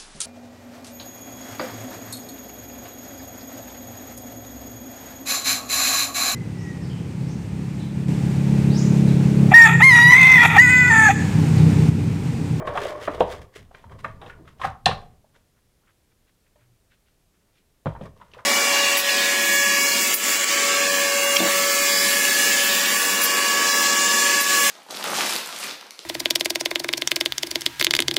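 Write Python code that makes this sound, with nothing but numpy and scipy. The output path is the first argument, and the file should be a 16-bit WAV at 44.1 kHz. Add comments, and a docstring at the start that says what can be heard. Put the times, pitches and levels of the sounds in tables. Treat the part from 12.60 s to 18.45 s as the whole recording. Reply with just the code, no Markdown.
"""The first thing heard is the fading whirr and rub of a sewing machine coasting to a stop on a table.
Its levers knock; hands pull leather out from under the foot, snap the thread, turn the piece and drop it.
Knocks are damped modes of the struck part, shell and table; rubs are irregular noise driving the shell
and hissing on the surfaces. A small hard room answers with a decaying tail, over steady background noise."""
import sys
import numpy as np
from scipy import signal
from scipy.fft import rfft, irfft, next_fast_len
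from scipy.io import wavfile
from scipy.ndimage import map_coordinates

SR = 44100
rng = np.random.default_rng(int(sys.argv[2]) if len(sys.argv) > 2 else 0)


def master(y):
    """Save y as 16-bit WAV."""
    cut = np.clip(np.atleast_2d(y).T, -1, 1)
    pcm = np.round(cut * 32767)  # scale
    wavfile.write(sys.argv[1], SR, pcm.astype(np.int16))


def gain_from_decibels(decibels):
    """Convert decibel values to linear amplitude factors."""
    exponent = np.asarray(decibels, float) / 20
    return 10 ** exponent


N = 257984  # samples


def unit(x):
    """Normalisation: scales the whole array to rms 1."""
    return x / np.sqrt(np.mean(x ** 2) + 1e-20)


def along(points, hz):
    """Interpolation of (Hz, value) points along a logarithmic frequency axis."""
    f, v = np.transpose(points)
    return np.interp(np.log(hz + 1), np.log(f + 1), v)


def curves(rows):
    """Level contours: one value per sample for each column after the time; -120 outside the rows."""
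    s, *cols = np.transpose(rows)
    return [np.interp(np.arange(N) / SR, s, c, -120, -120) for c in cols]


def filtered(x, response):
    """Linear filtering: the spectrum of x times a complex response of frequency."""
    n = x.shape[-1]
    m = next_fast_len(n + 8192)
    return irfft(rfft(x, m) * response(np.fft.rfftfreq(m, 1 / SR)), m)[..., :n]


def coloured(x, spectrum):
    """Spectral shaping: x weighted by (Hz, dB) points, then scaled to rms 1."""
    return unit(filtered(x, lambda hz: gain_from_decibels(along(spectrum, hz))))


def band(x, hz, octaves):
    """Band-pass filtering: each row kept around its own centre frequency, all rows jointly at rms 1."""
    return unit(filtered(x, lambda f: np.exp(-(np.log2((f + 1) / hz) / octaves) ** 2) / np.sqrt(hz)))


def gritty(spread_db, rate):
    """Stick-slip friction: noise whose level wanders at random, with rate knots a second."""
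    knots = rng.standard_normal(int(N / SR * 2000) + 4)
    level_db = spread_db * map_coordinates(knots, [np.arange(N) * rate / SR])
    return rng.standard_normal(N) * gain_from_decibels(level_db)


def ring(t, hz, db, t60, attack):
    """Damped free vibration: a decaying sine that swells over the contact time."""
    return gain_from_decibels(db - 60 * t / t60) * np.sin(2 * np.pi * hz * t) * (1 - np.exp(-t / attack))


def tent(s, db, rise, fall):
    """Stroke envelope: summed gains that climb to db at s and sink, both straight in dB (20 dB per span)."""
    late = np.arange(N) / SR - s
    return gain_from_decibels(db + 20 * np.minimum(late / np.maximum(rise, .002), -late / np.maximum(fall, .002))).sum(0)


# modes of the machine's shell and arm: f/Hz, relative level/dB, decay time t60/s
SHELL_MODES = [(418, -1.5, 0.077), (557.8, -2, 0.11), (591, -0.5, 0.2), (650, -1, 0.13), (780, -8.5, 0.063),
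               (930, -1.5, 0.23), (1058, 0, 0.089), (1200, -0.5, 0.067), (1440, -6, 0.028),
               (1785, -2.5, 0.024), (2360, -2, 0.046), (2600, -13.5, 0.15), (3145, -0.5, 0.069),
               (3380, -13.5, .12), (3566, -7, 0.07), (3860, -10.5, 0.076), (4050, -9.5, .1),
               (4000, -9.5, .1), (4873, -12, 0.044)]
# modes of the table top: f/Hz, relative level/dB, decay time t60/s
TABLE_MODES = [(60, -10, 0.45), (109.2, -2.5, 0.27), (154.7, 6, 0.096), (194, 3, 0.097), (257, 1, 0.05),
               (337.4, -7.5, .1)]
# colour of the crack at contact: f/Hz, relative level/dB
CRACK_SPECTRUM = [(880, -44.5), (1500, -13), (1810, 7.5), (2200, -11), (2480, 1), (3750, -0.5),
                  (4100, -12.5), (6770, -40.5), (8660, -21), (15800, -50.5)]
# knocks of levers and hands: t/s, level/dB, f/Hz of the struck part, its t60/s,
# crack level/dB relative to the knock, before a common trim
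KNOCKS = [(.073, -22, 1074, 0.056, -6.5), (.085, -25.5, 607, 0.049, -16), (.154, -20, 726, 0.086, -15.5),
          (.175, -12, 1146, 0.025, -15.5), (.254, -20.5, 558, 0.033, -10), (.319, -29.5, 565, .04, -26.5),
          (.475, -21.5, 1148, 0.06, -20), (.48, -12.5, 604, 0.029, -32), (.49, -24, 300, 0.08, -35),
          (.546, -26.5, 482, 0.042, -10), (.606, -2, 509, 0.035, -20.5), (0.613, -26.5, 1043, 0.046, -32.5),
          (.621, -16.5, 441, .029, -33.5), (.63, -22, 652, 0.037, -31.5), (.676, -32.5, 640, 0.14, -32),
          (.82, -55, 1515, 0.012, -15.5), (.96, -34.5, 417, .021, -9), (1.111, -41.5, 700, 0.028, -22),
          (1.148, -30.5, 1580, 0.014, -31), (1.19, -52, 650, 0.051, 2), (1.241, -36, 930, .022, -41),
          (1.296, -46, 1510, 0.017, -23), (1.321, -37.5, 970, 0.028, -28), (1.39, -46, 1030, .04, -5.5),
          (1.445, -18, 1195, 0.029, -37), (1.456, -24.5, 635, 0.026, -29), (1.615, -36.5, 802, 0.14, -1.5),
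          (1.662, -35, 494, 0.036, -2.5), (1.697, -34.5, 1440, 0.051, -20), (1.719, -47, 1440, 0.081, -30),
          (1.797, -42, 330, 0.12, -29), (1.855, -52, 1300, 0.018, -7), (1.876, -37.5, 1290, 0.033, -11),
          (1.997, -33, 780, 0.064, -12.5), (2.015, -22, 1047, 0.041, -4), (2.034, -22, 1252, 0.083, -25.5),
          (2.045, -14.5, 780, 0.059, -29), (2.049, -17, 1150, 0.025, -16.5),
          (2.07, -34.5, 1200, 0.028, -22.5), (2.258, -7, 4067, 0.016, -0.5), (2.263, -8.5, 741, .048, -10),
          (2.289, -18, 476, 0.041, -13.5), (2.312, -18.5, 1093, 0.032, -16.5), (2.643, -52, 622, .053, -22),
          (2.751, -48.5, 1403, 0.011, -15.5), (2.762, -48, 1493, .012, -15), (3.958, -51.5, 605, .04, -10),
          (5.258, -16.5, 804, 0.015, -29.5), (5.265, -17, 520, 0.033, -25.5),
          (5.269, -20, 1080, 0.018, -29), (5.351, -32, 903, 0.031, -28), (5.362, -34, 918, .026, -33),
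          (5.411, -26.5, 540, 0.029, -18.5), (5.6, -47.5, 990, .051, -25), (5.614, -36.5, 981, 0.042, -13),
          (5.716, -46.5, 2920, .016, -24), (5.736, -34, 2710, 0.011, -10), (5.768, -39.5, 501, 0.1, -39),
          (5.745, -42, 1000, 0.052, -34), (5.786, -39, 1500, 0.027, -25), (5.79, -34.5, 990, 0.042, -21)]


def knocks():
    """Impact excitation: a blow sounds the struck part, a crack, the nearest shell modes and the table."""
    out, t = np.zeros(N + SR), np.arange(SR // 2) / SR
    shell_hz, shell_db, shell_t60 = np.transpose(SHELL_MODES)[:, :, None]
    table_hz, table_db, table_t60 = np.transpose(TABLE_MODES)[:, :, None]
    scatter_db = 2.5 * rng.standard_normal((len(KNOCKS), len(SHELL_MODES), 1))
    noise = rng.standard_normal((len(KNOCKS), 2, len(t)))
    cracks = coloured(noise[:, 0], CRACK_SPECTRUM)
    crunches = band(noise[:, 1], np.array(KNOCKS)[:, 2:3] * 1.137, octaves=0.76)
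    for (s, db, hz, t60, crack_db), luck_db, crack, crunch in zip(KNOCKS, scatter_db, cracks, crunches):
        # a softer contact swells and rings longer
        blow = ring(t, hz, 0, t60, attack=0.027 * t60)
        blow += ring(t, 2.1 * hz, -11.5, 0.8 * t60, attack=0.13 * t60)
        # noise around the struck part's pitch
        blow += crunch * gain_from_decibels(-7.5 - 60 * t / (2.0 * t60)) * (1 - np.exp(-t / 0.0017))
        # modes far from the blow's pitch are barely excited
        reach_db = -7 * np.abs(np.log2(shell_hz / hz))
        mode_db = shell_db + reach_db + luck_db - 17.5
        blow += ring(t, shell_hz, mode_db, shell_t60, attack=0.00029).sum(0)
        blow += ring(t, table_hz, table_db - 30, table_t60, attack=.004).sum(0)
        # the crack decays in two stages, fast then slow
        crack_gain = gain_from_decibels(crack_db - 4 - 60 * t / 0.022) + gain_from_decibels(crack_db - 14.5 - 60 * t / 0.14)
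        blow += crack * crack_gain * (1 - np.exp(-t / .0012))
        out[round(s * SR):][:len(t)] += gain_from_decibels(db) * blow
    return out[:N]


# heavy blows on the table top: t/s, level/dB, f/Hz of the struck spot
THUMPS = [(0.074, -35.5, 152), (.482, -38, 202), (0.609, -22, 192), (.62, -24.5, 62), (0.822, -48, 151),
          (1.26, -47, 110), (1.33, -37, 110), (1.453, -35.5, 190), (1.481, -36.5, 110), (1.545, -38, 110),
          (1.664, -47, 150), (1.801, -41, 273), (2.057, -29.5, 125), (2.266, -18.5, 140), (2.289, -28, 70),
          (2.312, -29, 150), (5.259, -20, 220.2), (5.267, -19, 156.7), (5.299, -26, 60), (5.353, -40, 150),
          (5.414, -27.5, 196), (5.46, -45, 150.4)]


def thumps():
    """Modal excitation: a heavy blow rings the table modes, most of all those near the spot's pitch."""
    out, t = np.zeros(N + SR), np.arange(SR // 2) / SR
    table_hz, table_db, table_t60 = np.transpose(TABLE_MODES)[:, :, None]
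    for s, db, hz in THUMPS:
        reach_db = -9 * np.abs(np.log2(table_hz / hz))
        modes = ring(t, table_hz, db + table_db + reach_db, table_t60, attack=0.0043)
        out[round(s * SR):][:len(t)] += modes.sum(0)
    return out[:N]


# the drive runs down: t/s, drag through the shell level/dB, singing tone level/dB
COAST = [(0.0, -28, -42), (.045, -40.5, -41), (.1, -36.5, -37), (.27, -36.5, -40.5), (.39, -42.5, -39),
         (.46, -49.5, -56), (.6, -43, -68), (.9, -72.5, -100)]
# strokes of parts, leather and hands: t/s when loudest, rise/s and fall/s (per 20 dB, for the hiss),
# surface hiss level/dB before a common trim, drag through the shell level/dB
RUBS = [(0.073, 0.017, 0.035, -39.5, -39.5), (0.177, 0.072, 0.026, -44, -41.5),
        (0.239, 0.091, 0.037, -35.5, -43), (0.288, 0.072, 0.077, -36, -43),
        (.435, 0.056, 0.083, -35.5, -44.5), (.54, 0.05, 0.14, -44.5, -49.5),
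        (0.605, 0.011, 0.027, -36, -39), (0.724, 0.064, 0.074, -36, -41), (.818, 0.0023, 0.033, -47, -47.5),
        (.962, 0.027, 0.068, -41, -51), (1.155, .05, 0.18, -56.5, -56.5), (1.32, 0.021, 0.061, -57, -47.5),
        (1.392, 0.0081, .035, -45, -55), (1.443, 0.0074, 0.11, -48.5, -46.5),
        (1.615, .005, 0.21, -57, -50.5), (1.706, .1, 0.023, -53.5, -54.5),
        (1.879, 0.024, 0.063, -54.5, -59.5), (2.019, 0.033, 0.12, -46, -57.5),
        (2.052, .03, 0.035, -34, -56), (2.258, 0.003, 0.073, -36.5, -59.5),
        (2.332, 0.043, 0.15, -50, -51.5), (2.76, 0.025, 0.036, -57.5, -64.5),
        (5.26, 0.0064, 0.13, -53, -54), (5.46, 0.076, 0.042, -51.5, -46.5), (5.565, .008, 0.35, -63.5, -65),
        (5.737, 0.0065, 0.025, -57, -61), (5.8, .1, .03, -56.5, -68.5)]


def shell_response(f):
    """Forced resonance: a sum of driven shell modes of alternating sign, with falling treble."""
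    total = 0
    for k, (centre, db, t60) in enumerate(SHELL_MODES):
        width = 2.2 / t60  # Hz, of the freely ringing mode
        # moving parts widen the modes 3.5 times
        mode = 1j * f * width / (centre ** 2 - f ** 2 + 1j * f * width * 3.5)
        total = total + gain_from_decibels(db) * mode * (-1) ** k
    return total / (1 + (f / 1100) ** 3.4)


def shell_drag():
    """Friction-driven vibration: stick-slip noise of the drive and the strokes excites the shell's modes."""
    s, rise, fall, _, drag_db = np.transpose(RUBS)[:, :, None]
    drag = unit(filtered(gritty(spread_db=3.5, rate=120), shell_response))
    # the shell swells slower than the hiss
    gain = gain_from_decibels(curves(COAST)[0]) + tent(s, drag_db, 1.7 * rise, 1.5 * fall)
    return gain * drag


def whirr():
    """Frequency modulation: a slightly unsteady tone while the shafts still turn."""
    knots = rng.standard_normal(int(N / SR * 100) + 4)
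    hz = 588 + 14 * map_coordinates(knots, [np.arange(N) * 25 / SR])
    return np.sqrt(2) * gain_from_decibels(curves(COAST)[1]) * np.sin(2 * np.pi * np.cumsum(hz) / SR)


# colour of rubbing surfaces: f/Hz, relative level/dB
HISS_SPECTRUM = [(710, -38), (1200, -6), (2040, 0), (2390, -6.5), (3270, -5), (4430, -12.5), (4770, -11),
                 (6300, -15), (9210, -19.5), (15800, -30.5)]


def surface_hiss():
    """Friction noise: each stroke hisses where the surfaces rub."""
    s, rise, fall, hiss_db, _ = np.transpose(RUBS)[:, :, None]
    hiss = coloured(gritty(spread_db=3.0, rate=300), HISS_SPECTRUM)
    return tent(s, hiss_db - 3.5, rise, fall) * hiss


# colour of the shaken table: f/Hz, relative level/dB
RUMBLE_SPECTRUM = [(12, -20), (22, 7.5), (31, -13.5), (43, -8.5), (59, 1), (107, -3.5), (136, -5.5),
                   (168, -8.5), (250, -13.5), (390, -31.5), (660, -120)]
# the table shakes under the machine and the hands: t/s, rumble level/dB
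SHAKE = [(0.0, -40.5), (.27, -40.5), (.42, -51.5), (.6, -43), (.8, -45.5), (.93, -64), (1.0, -47),
         (1.2, -60.5), (1.27, -46.5), (1.5, -46.5), (1.98, -49.5), (2.06, -37), (2.2, -55.5), (2.3, -42),
         (2.5, -51), (3.0, -78), (5.24, -83), (5.33, -50), (5.47, -44.5), (5.56, -56), (5.8, -56),
         (5.85, -73)]


def table_rumble():
    """Structure-borne vibration: slowly wandering low noise follows the shaking of the table."""
    rumble = coloured(gritty(spread_db=2.0, rate=7.6), RUMBLE_SPECTRUM)
    return gain_from_decibels(curves(SHAKE)[0]) * rumble


# the leather creaks as it is turned over: t/s, level/dB, centre f/Hz, time from peak to 1/e of it/s
RUSTLES = [(2.977, -68.5, 1200, 0.019), (3.24, -70, 892, 0.017), (3.291, -64.5, 1484, 0.032),
           (3.52, -69, 1487, 0.012), (3.689, -68.5, 1907, 0.02), (3.87, -71, 1908, 0.017),
           (4.018, -68.5, 1600, 0.035), (4.331, -63.5, 1998, 0.023), (4.481, -71, 2188, 0.023),
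           (4.753, -74, 1489, 0.021), (4.818, -76, 1490, 0.013), (4.899, -77, 1200, .02),
           (4.974, -68, 2485, .035)]


def rustles():
    """Grain noise under a bell envelope: each fold is a soft swell of a few hundredths of a second."""
    out, t = np.zeros(N), np.arange(-SR // 8, SR // 8) / SR
    s, db, hz, length = np.transpose(RUSTLES)[:, :, None]
    grit = gritty(spread_db=2.5, rate=250)[:len(RUSTLES) * len(t)].reshape(len(RUSTLES), -1)
    folds = band(grit, hz, octaves=1.0) * gain_from_decibels(db) * np.exp(-(t / length) ** 2)
    for centre, fold in zip(s[:, 0], folds):
        out[round(centre * SR) - SR // 8:][:len(t)] += fold
    return out


def hum():
    """Pure tone: a faint low hum swells, holds and fades once."""
    start_s, hold_s, level_db = 4.015, .12, -63
    rise_s, fall_s = .03, 0.083  # per 20 dB
    late = np.arange(N) / SR - start_s
    db = level_db + 20 * np.minimum(0, np.minimum(late / rise_s, (hold_s - late) / fall_s))
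    return np.sqrt(2) * gain_from_decibels(db) * np.sin(2 * np.pi * 120.3 * late)


# reverberation of the room: f/Hz, decay time t60/s
ROOM_DECAY = [(100, 0.58), (500, 0.41), (2000, 0.25), (5000, 0.26), (12000, 0.081)]


def room(x):
    """Reverberation: after a short gap the walls answer with a noise tail, drawn anew four times a second."""
    out, hop = np.zeros(N + 2 * SR), SR // 4
    for start in range(0, N, hop):
        hz, t, z = signal.stft(rng.standard_normal(SR // 2), SR, nperseg=256)
        decay = gain_from_decibels(-60 * t / along(ROOM_DECAY, hz)[:, None])
        tail = signal.istft(z * decay, SR, nperseg=256)[1]
        wet = signal.fftconvolve(x[start:start + hop], tail / np.linalg.norm(tail))
        out[start + round(.013 * SR):][:len(wet)] += wet
    return out[:N]


# colour of the room and microphone noise: f/Hz, relative level/dB
AIR_SPECTRUM = [(12, -24.5), (20, 3), (116, -2.5), (192, -8), (455, -12), (967, -20.5), (9800, -25.5),
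                (14500, -28), (15800, -33.5)]


def air():
    """Stationary background noise of the room and the microphone."""
    return gain_from_decibels(-65.5) * coloured(rng.standard_normal(N), AIR_SPECTRUM)


def scene():
    """Superposition: all sources and the walls' answer add at one microphone."""
    blows = knocks() + thumps()
    rubbing = shell_drag() + surface_hiss()
    echoes = gain_from_decibels(-12.5) * room(blows + .6 * rubbing)
    walls = filtered(echoes, lambda hz: hz ** 2 / (hz ** 2 + 250 ** 2))  # little bass returns
    return (blows + rubbing + whirr() + table_rumble() + rustles() + hum() + walls + air())[None]


def low_pass(x):
    """Removes everything above the highest recorded frequency."""
    return signal.sosfilt(signal.butter(12, 16300, fs=SR, output="sos"), x)


def record(dry):
    """Band limitation: nothing passes at or above 15850 Hz."""
    mix = filtered(dry, lambda hz: hz < 15850)
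    return low_pass(mix)


dry = scene()
out = record(dry)
master(out)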